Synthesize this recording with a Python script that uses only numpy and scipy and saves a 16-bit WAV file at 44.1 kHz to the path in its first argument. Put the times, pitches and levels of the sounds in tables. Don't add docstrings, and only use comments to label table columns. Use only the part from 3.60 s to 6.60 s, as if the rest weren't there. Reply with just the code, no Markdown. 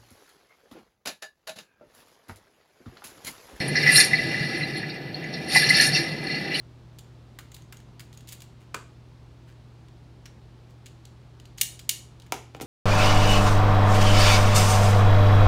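import sys
import numpy as np
from scipy import signal
from scipy.io import wavfile

SR = 44100
rng = np.random.default_rng(int(sys.argv[2]) if len(sys.argv) > 2 else 0)


def pcm_store(signal):
    levels = np.round(np.clip(np.atleast_2d(signal), -1, 1) * 32767)
    wavfile.write(sys.argv[1], SR, levels.astype(np.int16).T)


def ratio(d):
    e = np.asarray(d, float) / 20
    return 10 ** e


N = 132300

# t/s, flow level/dB, sharpness (edge hiss against flow)/dB
GUSTS = [(0, -30, -22), (0.11, -36.5, -21.5), (0.313, -21, -18.5), (0.408, -23, -1), (0.489, -32, -19),
         (1.05, -35, -25), (1.48, -47.5, -28), (1.861, -40.5, -20), (1.944, -24, -8), (2.076, -24, -21),
         (2.21, -19.5, -13), (2.277, -26.5, -6.5), (2.309, -31.5, -17.5), (2.378, -27, -18),
         (2.57, -42, -21), (2.74, -34, -25), (2.89, -38.5, -24), (3.0, -31.5, -13.5)]
# t/s, peak level/dB, favoured f/Hz, length/s
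PUFFS = [(0.15, -11.5, 1920, 0.021), (0.153, -10, 5600, 0.026), (0.225, -15, 2000, 0.026),
         (0.262, -7.5, 1990, 0.013), (0.288, -21, 2010, 0.019), (.357, -1.5, 4280, 0.0066),
         (0.364, -2, 5800, 0.014), (0.374, -10, 1870, 0.043), (0.4, -1, 4940, 0.0084),
         (0.511, -21, 1850, 0.0099), (0.529, -15, 1950, 0.026), (0.746, -38, 1880, 0.0048),
         (2.939, -18.5, 4300, 0.031), (0.998, -21, 2160, 0.031), (1.152, -24.5, 3760, 0.038),
         (2.899, -19.5, 2750, 0.069), (1.228, -19, 1780, 0.014), (1.293, -25, 4000, 0.017),
         (1.618, -28.5, 2100, 0.041), (1.732, -22.5, 3900, 0.023), (1.922, -29, 3070, 0.0055),
         (1.949, -6.5, 2230, 0.022), (1.958, -6, 5100, 0.024), (2.097, -18, 2060, 0.01),
         (2.089, -5.5, 5030, 0.0094), (2.139, -6, 4800, 0.029), (2.193, -14, 2460, 0.016),
         (2.227, -13, 5100, 0.016), (2.326, -10, 5230, 0.052), (2.692, -37, 3540, 0.057)]
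# t/s, peak level/dB, favoured f/Hz, length/s
SPITS = [(0.0785, -10, 9550, 0.0099), (0.315, -3.5, 8980, 0.021), (0.327, 2, 8950, 0.05),
         (0.357, 3, 8640, 0.024), (0.39, 2, 8600, 0.013), (0.446, 0.5, 10800, 0.0033),
         (0.318, -2, 13900, .012), (0.345, 1, 12500, 0.044), (0.436, -11.5, 11100, 0.031),
         (0.385, -6, 6550, 0.053), (0.966, -27.5, 10000, 0.037), (1.953, -2.5, 13900, 0.026),
         (1.958, -3, 7500, 0.016), (2.09, -13, 13000, .02), (2.19, -6, 13500, 0.034),
         (2.255, -16, 11000, .03), (2.633, -28, 9600, 0.013), (1.164, -27, 10350, 0.022),
         (1.882, -20, 9250, 0.014), (1.923, -28, 9560, 0.0055), (1.941, -10.5, 10200, 0.073),
         (2.09, -5.5, 8200, 0.017), (2.167, -5, 9470, 0.0074), (2.206, -3.5, 8950, 0.018),
         (2.335, -17, 9550, 0.015), (2.37, -18, 9800, .015), (2.944, -21, 9530, 0.013),
         (2.986, -17, 10500, 0.012)]
# f/Hz, width/Hz, level/dB
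CAVITIES = [(1275, 64, -16.5), (1696, 92.7, -5.5), (1780, 82, -6.5), (1978, 145, 0.5), (2357, 127, -10),
            (2394, 360, -6.5), (2750, 160, -5.5), (3073, 410, -18), (3680, 428, -10), (4296, 315, -3),
            (4707, 205, -9.5), (5170, 295, -15.5), (5350, 450, -12.5), (5545, 354, -11.5)]
# f/Hz, width/Hz, level/dB
EDGES = [(6530, 1700, 6.5), (7500, 450, -0.5), (8950, 300, 9.5), (9614, 470, 12.5), (10000, 400, 4.5),
         (10590, 340, 8), (11520, 550, 3.5), (13000, 560, -4), (14200, 680, -10), (15600, 600, -30)]
# f/Hz, level per Hz/dB
LEAK = [(710, -48), (1200, 6.5), (1990, 6.5), (3150, 4.5), (5440, -11), (8080, -26.5), (10500, 3),
        (15500, -56)]
# t/s, peak level/dB, f/Hz, length/s
WHISTLES = [(0.177, -18.5, 1966, .01), (.236, -20, 1982, .012), (.271, -10, 2000, 0.017),
            (0.283, -15, 2000, 0.013), (0.296, -9, 1968, 0.0081), (0.271, -21.5, 5600, .012),
            (0.224, -26, 5350, .012), (0.371, -14, 5730, 0.013), (0.38, -14, 1766, 0.011),
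            (.399, -59, 4250, 0.0088), (0.408, -18, 3700, 0.011), (0.431, -21, 5630, 0.019),
            (0.532, -10, 2010, 0.0092), (0.316, -19, 2010, 0.01), (0.547, -25.5, 4260, 0.015),
            (0.583, -19.5, 1990, 0.016), (0.742, -17.5, 1976, 0.009), (0.799, -22, 1900, 0.0058),
            (0.839, -21.5, 1980, 0.0074), (0.877, -36, 1980, .008), (1.028, -28.5, 4140, 0.016),
            (1.965, -9, 1976, 0.011), (2.034, -19, 4250, 0.023), (2.069, -22.5, 5650, 0.0095),
            (2.094, -19, 4290, 0.012), (2.102, -7, 2020, 0.0096), (2.163, -18, 5370, 0.01),
            (2.197, -10, 1827, 0.0076), (2.198, -11, 4356, 0.0073), (2.207, -16, 5600, .01),
            (2.263, -18, 5370, 0.0076), (2.269, -21, 1720, 0.019), (2.331, -20, 4580, .008),
            (2.332, -25, 5500, 0.0071), (1.995, -23, 5500, 0.0093), (1.954, -16, 2080, .008),
            (2.356, -21.5, 3630, .012), (2.362, -16.5, 2750, 0.012), (2.695, -27.5, 2016, 0.014),
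            (2.715, -29, 4310, 0.014), (2.744, -26, 4320, 0.008), (2.777, -30, 1953, 0.0096),
            (2.942, -17.5, 4300, 0.0072), (2.948, -21.5, 2946, 0.012)]
# t/s, peak level/dB, f/Hz, length/s
DROPS = [(0.31, -43, 13400, 0.02), (1.174, -38.5, 10300, 0.0067), (1.17, -49, 7500, 0.0089),
         (1.34, -51, 8920, 0.005), (1.544, -23, 4230, 0.004), (1.64, -48, 6600, 0.0051),
         (1.738, -31.5, 5480, 0.004), (2.347, -16.5, 2750, 0.013), (2.669, -24, 4290, 0.004),
         (2.687, -39, 4280, 0.0041), (2.994, -19.5, 4230, .008)]
# f/Hz, level per Hz/dB
ROAR = [(12, -54), (20, -22), (70, -26.5), (151, -5.5), (199, -9), (326, -7.5), (800, -13.5), (1060, -8.5),
        (1200, -17), (1560, -44), (2640, -120)]
# t/s, peak level/dB, length/s
BUFFETS = [
    (0.004, -16, 0.0053),
    (0.21, -20, 0.09),
    (0.633, -32, 0.025),
    (0.806, -13, 0.018),
    (2.071, -18.5, 0.018),
    (2.318, -18, 0.04),
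    (2.44, -49, 0.058),
]
# t/s, peak level/dB, length/s
DOOR_BUFFETS = [
    (0.639, -30.5, 0.041),
    (0.929, -34.5, 0.043),
    (1.148, -39, 0.045),
    (2.366, -33, 0.053),
]
# f/Hz, level per Hz/dB
FAR = [(710, -43), (1200, 4), (1550, -10), (1690, 7.5), (3580, -0.5), (4070, -36), (6110, -43),
       (15500, -17)]


def rms_one(x):
    return x / np.sqrt(np.mean(x ** 2) + 1e-20)


def drift(rate_hz):
    step = 20
    r = np.exp(-2 * np.pi * step * rate_hz / SR)
    noise = rng.standard_normal(N // step + 3002)
    slow = signal.lfilter([1], [1, -2 * r, r * r], noise)[3000:]
    return np.interp(np.arange(N) / step, np.arange(len(slow)), rms_one(slow - slow.mean()))


def resonate(x, hz, width_hz):
    r = np.exp(-np.pi * max(width_hz, 10) / SR)
    b = (1 - r * r) / 2 * np.array([1, 0, -1])
    a = [1, -2 * r * np.cos(2 * np.pi * hz / SR), r * r]
    return signal.lfilter(b, a, signal.lfilter(b, a, x)) * np.sqrt(SR / width_hz)


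def whistle(hz, wander_hz):
    pitch_hz = hz + wander_hz * drift(200)
    return np.sqrt(2) * np.sin(2 * np.pi * np.cumsum(pitch_hz) / SR)


def swell(start_s, length_s):
    t = np.maximum(np.arange(N) / SR - start_s, 0) / max(length_s * 0.47, 0.001)
    return (t * np.exp(1 - t)) ** 2


def banded_noise(spectrum, patchy_db, low_hz, octaves):
    out = 0
    edges = low_hz * 2 ** np.arange(0, octaves, 1 / 3)
    f, level = np.array(spectrum).T
    white = rng.standard_normal((2, N))
    for k, (low, high) in enumerate(zip(edges, edges[1:])):
        sos = signal.butter(2, [low, high], "band", fs=SR, output="sos")
        band = signal.sosfilt(sos, white[k % 2])
        level_db = np.interp(np.log(low * high) / 2, np.log(f), level)
        out = out + ratio(level_db + patchy_db * drift(5.0)) * band
    return rms_one(out)


def blown_resonances(table, flow_db, flicker_db, tilt, pushes, push_db, reach_octaves):
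    shapes = np.array([swell(t, length) for t, _, _, length in pushes])
    _, peak_db, push_hz, _ = np.array(pushes).T
    out = 0
    for hz, width_hz, db in table:
        flicker = flicker_db * drift(30)
        hiss_db = flow_db + flicker + tilt * np.log2(hz / 3000)
        hiss = resonate(ratio(hiss_db) * rng.standard_normal(N), hz, width_hz)
        nearness = np.exp(-(np.log2(hz / push_hz) / reach_octaves) ** 2)
        power = ratio(push_db) ** 2 * ((ratio(peak_db) ** 2 * nearness) @ shapes)
        tone = np.sqrt(power) * ratio(0.45 * flicker) * whistle(hz, 0.55 * width_hz)
        out = out + ratio(db) * (hiss + tone)
    return out / np.sqrt(sum(ratio(db) ** 2 for _, _, db in table))


def gaps(flow_db, sharp_db):
    shared_db = 1 * drift(31.5) + 1 * drift(112)
    air_db = flow_db + shared_db
    tilt = 0.38 * (sharp_db - sharp_db.mean())
    hollows = blown_resonances(CAVITIES, air_db, 1.5, tilt, PUFFS, push_db=-5, reach_octaves=0.32)
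    edges = blown_resonances(EDGES, air_db + sharp_db, 2.2, 0, SPITS, push_db=-20, reach_octaves=0.27)
    leak = ratio(air_db - 11) * banded_noise(LEAK, patchy_db=2.5, low_hz=1046, octaves=4.1)
    return hollows + edges + leak


def whistles():
    turns = np.cumsum(1 + 0.025 * drift(200)) / SR
    return sum(ratio(db) * swell(t, length) * np.sin(2 * np.pi * hz * turns)
               for t, db, hz, length in WHISTLES)


def drops():
    return sum(ratio(db) * np.sqrt(swell(t, length) / 2) * whistle(hz, 0.018 * hz)
               for t, db, hz, length in DROPS)


def knock():
    tones = sum(whistle(hz, 35.4) for hz in (716, 800, 920, 1051))
    return ratio(-26) * np.sqrt(swell(1.957, 0.011)) * tones


def humming(hz, width_hz):
    return rms_one(resonate(rng.standard_normal(N), hz, width_hz))


def buffeted(rows, hz, wander_hz, gain_db):
    power = sum(ratio(db + gain_db) ** 2 * swell(t, length) for t, db, length in rows)
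    return np.sqrt(power) * whistle(hz, wander_hz)


def rumble(flow_db):
    level_db, boom_hz, door_hz = -32.5, 146.7, 331.8
    change_db = flow_db - flow_db.mean()
    slow_db = signal.filtfilt(*signal.butter(1, 0.7, fs=SR), change_db)
    roar = banded_noise(ROAR, patchy_db=1, low_hz=20.7, octaves=8.0)
    glass = signal.cheby2(8, 40, 772 * 1.05, fs=SR, output="sos")
    roar = signal.sosfilt(glass, roar) + ratio(-11.5) * roar
    boom = ratio(-4 + 1.5 * drift(13.0)) * humming(boom_hz, 27)
    door = ratio(-16.5) * humming(door_hz, 54)
    steady = ratio(level_db - 1.0 + 0.58 * slow_db) * (roar + boom + door)
    panel_db = level_db - 13 + 0.4 * change_db + 1.5 * drift(24.0)
    panel = ratio(panel_db) * humming(767.6, 85)
    shelter_kicks = buffeted(BUFFETS, boom_hz, 5.3, gain_db=-9)
    door_kicks = buffeted(DOOR_BUFFETS, door_hz, 15.7, gain_db=0)
    return steady + panel + shelter_kicks + door_kicks


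def far_hiss():
    return ratio(-48.5) * banded_noise(FAR, patchy_db=1.2, low_hz=767, octaves=4.8)


def shelter(x):
    t60_s, level_db, delay_s = 0.06, -7, 0.003
    t = np.arange(SR // 2) / SR
    tail = rng.standard_normal(len(t)) * ratio(-60 * t / t60_s) * (t > delay_s)
    tail *= ratio(level_db) / np.sqrt(np.sum(tail ** 2))
    tail[0] = 1
    return signal.fftconvolve(x, tail / np.sqrt(np.sum(tail ** 2)))[:N]


def scene():
    t, flow, sharp = np.transpose(GUSTS)
    now = np.arange(N) / SR
    flow_db, sharp_db = np.interp(now, t, flow), np.interp(now, t, sharp)
    bright = gaps(flow_db, sharp_db) + whistles() + drops() + far_hiss()
    mix = shelter(bright) + knock() + rumble(flow_db)
    return mix[None]


def band_limit(x):
    return signal.sosfilt(signal.butter(12, 15700, fs=SR, output="sos"), x)


def record(dry):
    dip_hz, dip_width_hz, dip_depth = 1060, 220, 0.55
    b, a = signal.iirpeak(dip_hz, dip_hz / dip_width_hz, fs=SR)
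    dipped = dry - dip_depth * signal.lfilter(b, a, dry)
    top_cut = signal.cheby2(12, 70, 16600, fs=SR, output="sos")
    mix = signal.sosfilt(top_cut, dipped)
    return band_limit(mix)


dry = scene()
out = record(dry)
pcm_store(out)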